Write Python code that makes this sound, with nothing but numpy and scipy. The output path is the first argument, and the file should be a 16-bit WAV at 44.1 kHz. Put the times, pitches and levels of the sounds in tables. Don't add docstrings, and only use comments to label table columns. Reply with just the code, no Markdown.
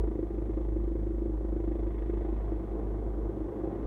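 import sys
import numpy as np
from scipy import signal
from scipy.fft import rfft, irfft, next_fast_len
from scipy.io import wavfile
from scipy.ndimage import uniform_filter1d

SR = 44100
rng = np.random.default_rng(int(sys.argv[2]) if len(sys.argv) > 2 else 0)


def log_audio(samples):
    frames = np.atleast_2d(samples).T
    limited = np.clip(frames, -1, 1)
    pcm = np.round(limited * 32767).astype(np.int16)
    wavfile.write(sys.argv[1], SR, pcm)


N = 170226

# (multiple of the firing rate, level [dB])
IDLE_HARMONICS = [(2, -48.5), (3, -55)]
# (frequency [Hz], relative level [dB])
ROAD_SPECTRUM = [(20, -33), (33, -22.5), (43, 1), (52, 4), (70, -3.5), (110, -1.5), (160, -3), (260, -9),
                 (400, -7.5), (600, -20), (1000, -28.5), (1500, -36), (2500, -48), (4000, -54),
                 (8000, -66.5), (16000, -79)]
# (frequency [Hz], relative level [dB])
TYRE_SPECTRUM = [(30, -31.5), (400, -7), (650, 1), (1000, -3), (1250, -7), (1600, -14), (2500, -27),
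                 (4000, -33), (8000, -49), (16000, -67)]
# (time [s], level [dB])
TYRE_LEVEL = [(0, -58.5), (.6, -61.5), (1.3, -59), (1.9, -59.5), (2.4, -54), (2.85, -56), (3.2, -56.5),
              (3.55, -56), (3.86, -53)]
# (frequency [Hz], width [Hz], lift [dB])
CABIN_MODES = [(204.6, 22, 8.5), (234.8, 8, 6), (307.8, 24.5, 10), (338.86, 29.4, 10), (382.8, 55, 4),
               (433, 40, 3.5), (537, 76, 7.5), (662, 23, 7), (706.3, 35, 7.5), (789.4, 23, 9.5),
               (851.4, 23, 6.5), (968, 21, 9), (1058, 26, 7), (1183, 40, 6)]
# (frequency [Hz], width [Hz], lift [dB])
GLASS_MODES = [(1518, 40, 4), (1700, 40, 2), (1880, 55, 5), (2130, 110, 3.5), (3350, 400, 3)]
# (time [s], rate [Hz])
BLADE_HZ = [(0, 26.233), (2.15, 26.233), (2.4, 25.85), (2.9, 25.9), (3.4, 26.05), (3.86, 26.15)]
# (time [s], level [dB])
BOOM_LEVEL = [(0, -25.5), (.2, -38), (.45, -32.5), (.85, -30), (1.12, -32), (1.45, -32), (2.05, -32),
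              (2.4, -31), (2.58, -33), (2.66, -40), (2.75, -34), (3.27, -32.5), (3.38, -39.5), (3.48, -39),
              (3.57, -58), (3.66, -33), (3.75, -50), (3.85, -30)]
# (multiple of the blade rate, level against the boom [dB])
BOOM_OVERTONES = [(3, -26.5), (4, -20)]
# (time [s], slap level [dB], churn level [dB], churn decay [s])
SLAP_AND_CHURN = [(0, -40, -35.5, 0.0051), (.2, -37, -48.5, 0.0069), (.3, -41, -45.5, 0.0065),
                  (.6, -39, -42.5, 0.0094), (.85, -38.5, -51, 0.0057), (1.25, -37, -57.5, 0.014),
                  (1.37, -42, -42.5, 0.01), (1.55, -35.5, -45.5, 0.0072), (1.85, -38, -43.5, .009),
                  (1.98, -43.5, -43.5, 0.0045), (2.2, -39, -39.5, 0.011), (2.36, -51, -42, 0.01),
                  (2.66, -50.5, -43.5, 0.02), (2.8, -44, -38.5, 0.034), (3.05, -48, -40.5, 0.032),
                  (3.3, -43.5, -40.5, 0.025), (3.44, -39.5, -41, 0.015), (3.63, -48.5, -37.5, 0.053),
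                  (3.74, -50, -36.5, .025), (3.86, -45, -39, 0.039)]
# (frequency [Hz], relative level [dB])
CHURN_SPECTRUM = [(30, -31.5), (120, -15), (200, -8.5), (270, -2), (350, -1), (440, -0.5), (520, -9.5),
                  (700, -14.5), (1000, -19), (1500, -29), (3000, -55.5), (16000, -85)]
# (time [s], level [dB], steady floor between blades [ratio])
SWISH_SHAPE = [(0, -67.5, .06), (.2, -69, .06), (.45, -67.5, .06), (.58, -65.5, .06), (.75, -70.5, .06),
               (1.0, -69.5, .06), (1.4, -73.5, .06), (1.65, -66.5, .05), (1.95, -63, .05), (2.3, -63.5, .1),
               (2.6, -67.5, .3), (3.1, -72, .3), (3.45, -69.5, .3), (3.8, -66, .15)]
# (frequency [Hz], relative level [dB])
SWISH_SPECTRUM = [(30, -30), (400, -8), (900, 2), (1400, 0), (2100, -2), (2700, -6.5), (3500, -10),
                  (4200, -22), (5000, -31), (16000, -60)]
# (frequency [Hz], relative level [dB])
SLAP_SPECTRUM = [(30, -21.5), (120, -6.5), (200, -8), (270, -6), (330, -0.5), (420, -2.5), (520, -8.5),
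                 (650, -29), (1000, -36), (2000, -47), (5000, -72.5), (16000, -91)]
# (time [s], extra level [dB])
VORTEX_HITS = [(.193, 5.5), (.231, 4.5), (.383, 5), (.574, 6.5), (.765, 4.5), (.917, 2.5), (.955, 3),
               (1.07, 2), (1.26, 3.5), (1.603, 0.5), (1.755, 2.5), (2.099, 3), (2.213, 3), (2.526, 14),
               (2.764, 9.5), (3.295, 5.5), (3.64, 12)]
# (frequency [Hz], relative level [dB])
HISS_SPECTRUM = [(30, 2), (4000, 1.5), (4900, -1.5), (5800, 2.5), (6800, 2), (7600, -1), (8800, 3),
                 (9800, 0.5), (10400, -3), (11200, -0.5), (13500, -3), (16000, -2)]

CAR_MODES = CABIN_MODES + GLASS_MODES


def undb(db):
    return 10 ** (np.asarray(db) / 20)


def unit(x):
    return x / np.sqrt(np.mean(x ** 2))


def curve(table, t, column=1):
    rows = np.array(table, float)
    return np.interp(t, rows[:, 0], rows[:, column])


def waver(rate_hz):
    step = int(SR / rate_hz)
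    held = np.repeat(rng.standard_normal(N // step + 1), step)
    return unit(uniform_filter1d(uniform_filter1d(held, step), step)[:N])


def colour(x, spectrum, modes=()):
    size = 2 * next_fast_len(N // 2 + SR // 4)
    hz = np.arange(size // 2 + 1) * SR / size
    rows = np.array(spectrum, float)
    db = np.interp(np.log(hz + 1), np.log(rows[:, 0]), rows[:, 1])
    for centre, width, lift in modes:
        db = db + lift / (1 + (2 * (hz - centre) / width) ** 2)
    cepstrum = irfft(np.log(undb(db)), size)
    cepstrum[1:size // 2] *= 2
    cepstrum[size // 2 + 1:] = 0
    response = np.exp(rfft(cepstrum))
    return unit(irfft(rfft(x, size) * response, size)[:N])


def engine_hum(t, firing_hz=23.15, fan_hz=101.3, fan_db=-50, waver_db=.8):
    tones = [(round(k) * firing_hz, db) for k, db in IDLE_HARMONICS] + [(fan_hz, fan_db)]
    return np.sqrt(2) * sum(undb(db + waver_db * waver(6.4)) * np.cos(2 * np.pi * hz * t)
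                            for hz, db in tones)


def highway(t, rumble_db=-42):
    rumble = colour(rng.standard_normal(N), ROAD_SPECTRUM, CAR_MODES)
    tyres = colour(rng.standard_normal(N), TYRE_SPECTRUM, CAR_MODES)
    return rumble * undb(rumble_db) + tyres * undb(curve(TYRE_LEVEL, t))


def cabin_boom(t, passes, blade_hz, lag_s=.0098):
    angle = 2 * np.pi * (passes - lag_s * blade_hz)
    overtones = sum(undb(db + waver(11)) * np.cos(round(k) * angle) for k, db in BOOM_OVERTONES)
    return np.sqrt(2) * (np.cos(2 * angle) + overtones) * undb(curve(BOOM_LEVEL, t))


def torn_air(blade_age, attack_s, decay_s, floor):
    envelope = (1 - np.exp(-blade_age / attack_s)) * np.exp(-blade_age / decay_s) + floor
    running_rms = np.sqrt(uniform_filter1d(envelope ** 2, size=6720))
    return envelope / running_rms * rng.standard_normal(N)


def blade_churn(t, blade_age, waver_db=.6):
    bursts = torn_air(blade_age, attack_s=.002, decay_s=curve(SLAP_AND_CHURN, t, column=3), floor=.091)
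    level_db = curve(SLAP_AND_CHURN, t, column=2) + waver_db * waver(14)
    return colour(bursts, CHURN_SPECTRUM, CAR_MODES) * undb(level_db)


def reflected(x, decay_s=.006, level_db=-3):
    age = np.arange(SR // 16) / SR
    tail = rng.standard_normal(len(age)) * np.exp(-age / decay_s)
    return x + undb(level_db) * signal.fftconvolve(x, tail / np.linalg.norm(tail))[:N]


def blade_swish(t, blade_age):
    bursts = torn_air(blade_age, attack_s=.008, decay_s=.0095, floor=curve(SWISH_SHAPE, t, column=2))
    return colour(reflected(bursts), SWISH_SPECTRUM, CAR_MODES) * undb(curve(SWISH_SHAPE, t))


def blade_slaps(t, passes, jitter_s=.0005, scatter_db=1.3, second_path_s=.003274, second_path_db=6.5):
    times = np.interp(np.arange(int(passes[-1]) + 1), passes, t)
    strength_spread, time_spread = rng.standard_normal((len(times), 2)).T
    accent_db = scatter_db * strength_spread
    for when, extra_db in VORTEX_HITS:
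        accent_db[np.argmin(abs(times - when))] = extra_db
    strengths = undb(accent_db + curve(SLAP_AND_CHURN, times))
    onsets = np.clip((times + jitter_s * time_spread) * SR, 0, N - 1).astype(int)
    spikes = np.zeros(N)
    spikes[onsets] = strengths
    spikes = spikes + undb(second_path_db) * np.roll(spikes, int(second_path_s * SR))
    return colour(spikes, SLAP_SPECTRUM, CABIN_MODES) * np.sqrt(np.mean(strengths ** 2))


def scene():
    first_blade_s, air_lead_s = .0356, .00086
    t = np.arange(N) / SR
    blade_hz = curve(BLADE_HZ, t)
    passes = np.cumsum(blade_hz) / SR - first_blade_s * blade_hz[0]
    blade_age = (passes + air_lead_s * blade_hz) % 1 / blade_hz
    rotor = blade_slaps(t, passes) + blade_churn(t, blade_age) + blade_swish(t, blade_age)
    return (rotor + cabin_boom(t, passes, blade_hz) + engine_hum(t) + highway(t))[None]


def record(dry, hiss_db=-78, top_hz=15700):
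    hiss = undb(hiss_db) * colour(rng.standard_normal(N), HISS_SPECTRUM)
    lowpass = signal.ellip(8, .2, 70, top_hz, fs=SR, output="sos")
    return signal.sosfilt(lowpass, dry + hiss)


dry = scene()
out = record(dry)
log_audio(out)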